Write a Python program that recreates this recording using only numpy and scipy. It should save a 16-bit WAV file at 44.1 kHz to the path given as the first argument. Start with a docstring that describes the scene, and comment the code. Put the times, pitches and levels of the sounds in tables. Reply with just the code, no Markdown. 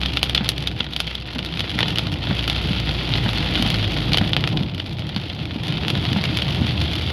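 """Rain on a slowing car

Heavy rain on a car that slows in traffic, heard from the cabin. Drops tick on the windscreen and roof,
with fat ones falling from the trees: each is a short click with echoes and a tail, and the panes ring on.
The wipers knock and slap at each turn, and jolts thump the screen: both are short ringing tones.
Below it all the tyres rumble on the wet road (shaped noise) and the engine note sinks (two sine tones)."""
import sys
import numpy as np
from scipy import signal
from scipy.fft import rfft, irfft
from scipy.io import wavfile
from scipy.ndimage import uniform_filter1d

SR = 44100
rng = np.random.default_rng(int(sys.argv[2]) if len(sys.argv) > 2 else 0)


def master_out(mix):
    """Clip the mix to full scale and print it as 16-bit PCM to the path in sys.argv[1]."""
    frames = np.transpose(np.atleast_2d(mix))
    ceiling = np.clip(frames, -1, 1)
    pcm = np.round(ceiling * 32767).astype(np.int16)
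    wavfile.write(sys.argv[1], SR, pcm)


N = 313992
TIME = np.arange(N) / SR  # seconds


def amp(db):
    """Turns decibels into a gain."""
    return 10 ** (np.asarray(db) / 20)


def scale_to_rms_one(x):
    """Scales a sound to an rms of 1."""
    return x / np.sqrt(np.mean(x ** 2) + 1e-20)


def scale_to_energy_one(x):
    """Scales a sound so that its squares add up to 1."""
    return x / (np.linalg.norm(x) + 1e-12)


def scale_to_peak_one(x):
    """Scales a sound to a peak of 1."""
    return x / abs(x).max()


def spectrum_db(points, hz):
    """Reads a spectrum in dB, joining its points by lines on a log-frequency axis."""
    point_hz, point_db = np.transpose(points)
    return np.interp(np.log(hz + 1), np.log(point_hz), point_db)


def curves(rows):
    """Reads each column of a table of times, joined by lines, at every sample."""
    seconds, *columns = np.transpose(rows)
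    return [np.interp(TIME, seconds, column) for column in columns]


def add(mix, start_s, sound):
    """Mixes a sound in from a given time, cutting off what runs past the end."""
    part = mix[max(round(start_s * SR), 0):][:len(sound)]
    part += sound[:len(part)]


def shaped_noise(points):
    """Steady noise with a given spectrum, scaled to rms 1."""
    gain = amp(spectrum_db(points, np.fft.rfftfreq(N, 1 / SR)))
    return scale_to_rms_one(irfft(rfft(rng.standard_normal(N)) * gain, N))


def wander(rate_hz):
    """Slow random drift of rms 1: noise that fades out above a given rate."""
    gain = np.exp(-(np.fft.rfftfreq(N, 1 / SR) / rate_hz) ** 2)
    return scale_to_rms_one(irfft(rfft(rng.standard_normal(N)) * gain, N))


def ring(modes, detune, size=8192):
    """A struck body: dying tones, each with the energy its dB gives, randomly detuned at each blow."""
    t = np.arange(size) / SR
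    total = np.zeros(size)
    for hz, db, t60 in modes:
        tone = np.sin(2 * np.pi * hz * (1 + detune * rng.standard_normal()) * t)
        total += amp(db) * scale_to_energy_one(tone * amp(-60 * t / t60))
    return total


# The basic colour of a drop heard through the glass.
# Each row: frequency in Hz, level in dB before the changes made for each drop.
GLASS_COLOUR = [(60, -43), (200, -12.5), (450, -10), (760, -6.5), (1100, -13.5), (1650, -6.5), (2600, -4.5),
                (3400, -0.5), (4700, -7.5), (6900, -31), (8700, -41), (10200, -29), (11300, -28.5),
                (13000, -42), (16000, -49)]


def drop(body_db, splash_db, echoed, spot_hz, travel=0., wet_db=-7.5, t60=0.062, spot_db=4.5, size=3072):
    """One impact of energy 1: a click coloured by the glass, waves back from its edges, a short cabin tail."""
    hz, t = np.fft.rfftfreq(size, 1 / SR), np.arange(size) / SR
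    body = body_db * spectrum_db([(1400, 1), (2800, 0)], hz)  # full below 1400 Hz
    splash = splash_db * spectrum_db([(4000, 0), (8000, 1)], hz)  # full above 8000 Hz
    spot = spot_db * (np.exp(-((hz - spot_hz) / 500) ** 2) - .3)  # each spot of the pane favours its own pitch
    db = spectrum_db(GLASS_COLOUR, hz) + body + splash + spot

    # give the click a sudden start with nothing before it (minimum phase)
    mirrored_db = np.r_[db, db[-2:0:-1]]
    click = np.exp(np.conj(signal.hilbert(np.log(amp(mirrored_db)))))[:len(hz)]
    # in glass the bass lags the treble; travel is the delay in seconds at 3 kHz
    click = click * np.exp(-4j * np.pi * travel * np.sqrt(3000 * hz))

    delay_s = rng.uniform(0.00037, 0.002412, 7)
    height = scale_to_energy_one(rng.standard_normal(7))
    echoes = height @ np.exp(-2j * np.pi * delay_s[:, None] * hz)
    share = np.clip(echoed, 0, .8)
    late_noise = rng.standard_normal(size) * (t > .0025) * amp(-60 * t / t60)
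    tail = rfft(scale_to_energy_one(late_noise))
    response = np.sqrt(1 - share) + np.sqrt(share) * echoes + amp(wet_db) * tail
    return scale_to_energy_one(irfft(click * response))


# Strength of the shower. Each row: time in seconds, level in dB before the gain of each layer of drops.
SHOWER_STRENGTH = [(0, -31.5), (.5, -32), (.72, -36), (1.1, -34), (1.27, -35.5), (1.75, -30), (1.99, -29),
                   (2.13, -34), (2.33, -28.5), (3.1, -28.5), (3.6, -25.5), (4.2, -30), (4.5, -35),
                   (4.85, -38), (5.2, -34.5), (5.58, -35), (5.7, -30), (7.12, -29)]


def patter(per_s, spread_db, gain_db, splash_db, travel, wet_db, brighten=0.076, count=40):
    """Random drops of uneven size, each on one of many spots; per_s is the rate at average shower dB."""
    shower_db, = curves(SHOWER_STRENGTH)
    force_db = shower_db - shower_db.mean()  # a harder shower brings more drops, louder and brighter
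    falls = rng.random(N) < per_s * amp(force_db) / SR
    clicks = falls * amp(spread_db * np.minimum(rng.exponential(1, N), 3.2))
    # even out the level between crowded and sparse stretches
    clicks = clicks / np.sqrt(uniform_filter1d(clicks ** 2, size=8000) + 1e-4)

    spot, out = rng.integers(0, count, N), np.zeros(N)
    for k in range(count):
        # some drops sink in the water film, others burst on bare glass
        burst_db = splash_db + 24 * (k / count - .5)
        body_db = 3.4 * rng.standard_normal()
        echoed, spot_hz = rng.uniform(0.087, 0.99), rng.uniform(2150, 4580)
        tick = drop(body_db, burst_db, echoed, spot_hz, travel * rng.random(), wet_db)
        for i in np.flatnonzero(falls & (spot == k)):
            add(out, i / SR, clicks[i] * tick)

    spray = signal.oaconvolve(out, signal.firwin(63, 6000, pass_zero=False, fs=SR), "same")  # above 6 kHz
    brightened = out + (amp(brighten * force_db) - 1) * spray
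    return amp(shower_db + gain_db) * scale_to_rms_one(brightened)


# How loud the tyres rumble. Each row: time in seconds, level in dB.
TYRE_LEVEL = [(0, -27), (.4, -28), (1.15, -33.5), (1.5, -30.5), (1.85, -26), (3.5, -24), (4.55, -22.5),
              (4.72, -28.5), (5.35, -29.5), (5.65, -25), (6.65, -23), (7.12, -26.5)]
# The colour of the rumble in the cabin. Each row: frequency in Hz, relative level in dB per Hz.
CABIN_COLOUR = [(20, -42), (35, -23), (60, -9), (88, -1.5), (115, 0.5), (165, -1.5), (235, -11.5),
                (275, -11), (308, -7.5), (350, -13.5), (450, -21.5), (750, -21.5), (1100, -29.5),
                (2500, -64)]


def road(gain_db=0.0, lumpy_db=0.92):
    """Tyre noise booming in the cabin, its level lumpy with the road surface."""
    road_db, = curves(TYRE_LEVEL)
    level_db = road_db + gain_db + lumpy_db * wander(12)
    return amp(level_db) * shaped_noise(CABIN_COLOUR)


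# The engine as the car slows. Each row: time in seconds, firing rate in Hz, effort in dB before the boom.
ENGINE_RUN = [(0, 64.1, -27.5), (1.1, 61.6, -35.5), (1.7, 61.5, -37.5), (2.6, 60.25, -27), (4.2, 49.4, -29),
              (4.8, 45.55, -39.5), (6, 40.5, -35.5), (7.12, 37.97, -28)]
# How strongly the cabin booms to an engine tone. Each row: frequency in Hz, gain in dB.
CABIN_BOOM = [(38, -24), (50, -3.5), (60, -1.5), (76, 1), (100, -2), (112, -4.5), (128, -19)]


def engine(waver_db=-1.2):
    """The firing tone and its octave sink through the boom of the cabin as the car slows."""
    firing_hz, effort_db = curves(ENGINE_RUN)
    phase = 2 * np.pi * np.cumsum(firing_hz) / SR
    tones = np.zeros(N)
    for k in (1, 2):
        tones += amp(spectrum_db(CABIN_BOOM, k * firing_hz)) * np.sin(k * phase)
    return np.sqrt(2) * amp(effort_db + waver_db * wander(6.3)) * tones  # root 2 gives a sine rms 1


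# Ringing of the panes and roof.
# Each row: frequency in Hz, level in dB before a shared trim, time in seconds to die away by 60 dB.
PANE_RINGING = [(513, -22.5, 0.18), (748, -37, 0.23), (1457, -16, 0.014), (3540, -14.5, 0.004)]


def panes(x, ring_db=-1.5):
    """The windows and roof ring on after every drop, as a few dying tones."""
    colour = amp(spectrum_db(GLASS_COLOUR, np.linspace(0, SR / 2, num=1024)))
    # allow for the colour that the drops already have at each pitch
    modes = [(hz, db - spectrum_db(GLASS_COLOUR, hz), t60) for hz, db, t60 in PANE_RINGING]
    ringing = ring(modes, 0) * np.sqrt(np.mean(colour ** 2))
    return x + amp(ring_db) * signal.oaconvolve(x, ringing)[:N]


# The fattest drops on the glass. Each row: start in seconds, level in dB, low body in dB,
# treble splash in dB, share of energy echoed in the pane from 0 to 1 (held to 0.8 at most).
FATTEST_DROPS = [(.033, -17.5, 1, -2, 0.5), (.0591, -16, 0, -1, .4), (0.1712, -12.5, -2.5, -3, 0.64),
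                 (.23, -10, -4, 12, 0.66), (0.296, -19, 1, 8, .55), (.3485, -10, -7, 3.5, .75),
                 (.3767, -12, -3, -8, .7), (0.4901, -10.5, -6.5, 13, 0.73), (.673, -14, -5.5, 5, 0.6),
                 (0.8047, -13.5, 0.5, -9, .8), (0.9634, -16.5, -5, 5, 0.4), (1.0028, -14.5, -1.5, 11, 0.55),
                 (1.0757, -21.5, -2, -18, 0.6), (1.1515, -20, -5.5, 3, .8), (1.3907, -20.5, -1, -1, 0.14),
                 (1.5938, -18, -3.5, 1, .7), (1.6057, -17, -3, 4, 0.03), (1.7893, -14.5, 8, 5, .6),
                 (1.8053, -14.5, 3, 2, 0.7), (1.829, -12.5, 0.5, -6, .8), (1.8827, -18.5, 0.5, 6, .35),
                 (1.985, -14.5, -5, 8.5, 0.03), (2.4984, -14.5, -3.5, 3.5, 0.9), (3.138, -15, -11, -12, 0),
                 (3.5544, -15.5, -6, -20, 0), (3.624, -15, -.5, 9, .7), (4.1336, -12.5, -17, 1, 0.06),
                 (4.1435, -12.5, 0.5, -11, 0.75), (4.1722, -12.5, 1, 8, 0.6), (4.1838, -13.5, -3, 2, 0.4),
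                 (4.333, -12.5, -4.5, -6, 0.06), (4.3659, -12, 2.5, -3, .02), (4.4399, -15.5, 4, -7, 0.1),
                 (4.4745, -17, 1, 3, 0.7), (4.572, -18, -6, -6, 0.6), (4.7991, -19.5, 0, -2, 0.9),
                 (5.1628, -20, -14, -1, .2), (5.8825, -16.5, 0, 5, 0), (5.9013, -17, -2, 7, .8),
                 (6.372, -17, 0, 10, .3), (6.42, -16, -1, 1, .8)]
SPOT_HZ, SPOT_SAG_HZ_PER_DB = 2980, 94  # the fuller the body of a drop, the lower the pitch of its spot


def fat_drops(gain_db=0.0):
    """Single loud drops, each one impact whose level is the rms as if spread over 4 ms."""
    out = np.zeros(N)
    for start_s, db, body_db, splash_db, echoed in FATTEST_DROPS:
        spot_hz = SPOT_HZ - SPOT_SAG_HZ_PER_DB * body_db
        tick = drop(body_db, splash_db, echoed, spot_hz, travel=.0002, wet_db=-8.0)
        add(out, start_s, amp(db + gain_db) * np.sqrt(.004 * SR) * tick)
    return out


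def drips(above_db=8.0, spread_db=1.1, splash_db=0.0, splash_spread_db=7.0, count=24):
    """Middling drops at random times, each one impact set above the shower's strength."""
    out, (shower_db,) = np.zeros(N), curves(SHOWER_STRENGTH)
    for i in rng.integers(0, N, count):
        size, body, splash = rng.standard_normal(3)
        burst_db = splash_db + splash_spread_db * splash
        echoed, spot_hz = rng.uniform(0.072, 0.89), rng.uniform(2100, 4700)
        tick = drop(2.7 * body, burst_db, echoed, spot_hz, travel=0.00018, wet_db=-9.0)
        level_db = shower_db[i] + above_db + spread_db * size
        add(out, i / SR, amp(level_db) * np.sqrt(.004 * SR) * tick)  # level over 4 ms
    return out


# The windscreen when thumped.
# Each row: frequency in Hz before detuning, relative level in dB, time in seconds to die away by 60 dB.
SCREEN_KNOCK = [(112, -12, 0.13), (184.5, 1, 0.17), (215, 5.5, 0.099), (268.5, -5, 0.23)]


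def knock():
    """A thump on the windscreen: its dying tones, with little deep bass."""
    bass_cut = signal.butter(2, 90, "highpass", fs=SR)
    return scale_to_peak_one(signal.lfilter(*bass_cut, ring(SCREEN_KNOCK, 0.06)))


# The blade flipping over.
# Each row: frequency in Hz before detuning, relative level in dB, time in seconds to die away by 60 dB.
BLADE_FLIP = [(544, 1, 0.036), (716, -1, 0.032), (776, -3, 0.03), (950, 4, 0.017), (1130, -8, .02)]
# the wipers swing at a steady pace, then drag: late turns fall further and further behind
SWEEP_S, FIRST_TURN_S, RETURN_S = 0.951, 0.408, 0.397
DRAG_FROM_S, DRAG_SHARE = 5.78, 0.144
# the two ends of a sweep, before the trims in wipers():
# turn above the tyre level in dB, rubber blade relative to that in dB
FAR_END, PARK_END = (15.8, -8.0), (13.8, -23)


def wipers(knock_db=-2.5, flip_db=0.5, slap_db=0.0):
    """At each turn the arms thump the screen and the blades flip with a wet slap; all swell with the rumble."""
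    out, (road_db,) = np.zeros(N), curves(TYRE_LEVEL)
    for sweep_s in np.arange(FIRST_TURN_S, N / SR, SWEEP_S):
        for turn_s, (turn_db, blade_db) in (sweep_s, FAR_END), (sweep_s + RETURN_S, PARK_END):
            turn_s = turn_s + DRAG_SHARE * max(turn_s - DRAG_FROM_S, 0)
            base_db = np.interp(turn_s, TIME, road_db) + turn_db
            flip = scale_to_peak_one(ring(BLADE_FLIP, 0.092))
            slap = scale_to_peak_one(drop(body_db=16.0, splash_db=-19, echoed=0.31, spot_hz=2200,
                                          travel=0.001, wet_db=-3.5, t60=0.28))
            add(out, turn_s, amp(base_db + knock_db) * knock())
            add(out, turn_s, amp(base_db + blade_db + flip_db) * flip)
            add(out, turn_s, amp(base_db + blade_db + slap_db) * slap)
    return out


# Jolts that thump the screen. Each row: start in seconds, peak level in dB.
ROAD_JOLTS = [(3.598, -11), (4.565, -15), (6.116, -14)]


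def jolts():
    """Bumps in the road thump the screen, with the same ringing tones as a wiper knock."""
    out = np.zeros(N)
    for start_s, peak_db in ROAD_JOLTS:
        add(out, start_s, amp(peak_db) * knock())
    return out


def scene():
    """Near drops on the screen, a dense wash from the whole body of the car, and the car itself."""
    near = patter(per_s=115, spread_db=3.8, gain_db=-2.2, splash_db=-2, travel=.0008, wet_db=-8)
    far = patter(per_s=750, spread_db=4.0, gain_db=-3.5, splash_db=-4.0, travel=.003, wet_db=-1)
    rain = panes(near + far + fat_drops() + drips())
    car = road() + engine() + wipers() + jolts()
    return (rain + car)[None]


EDGE_HZ = 16200  # top of the microphone's band


def record(dry, ceiling=1.0, low_cut_hz=33):
    """The microphone drops the deepest bass and clips peaks above its ceiling; then the treble is cut off."""
    low_cut = signal.butter(3, low_cut_hz, "highpass", fs=SR, output="sos")
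    thinned = signal.sosfilt(low_cut, dry)
    clipped = np.clip(thinned, -ceiling, ceiling)
    band_limit = signal.firwin(255, EDGE_HZ, window=("kaiser", 9), fs=SR)
    return signal.oaconvolve(clipped, band_limit[None], "same")


dry = scene()
out = record(dry)
master_out(out)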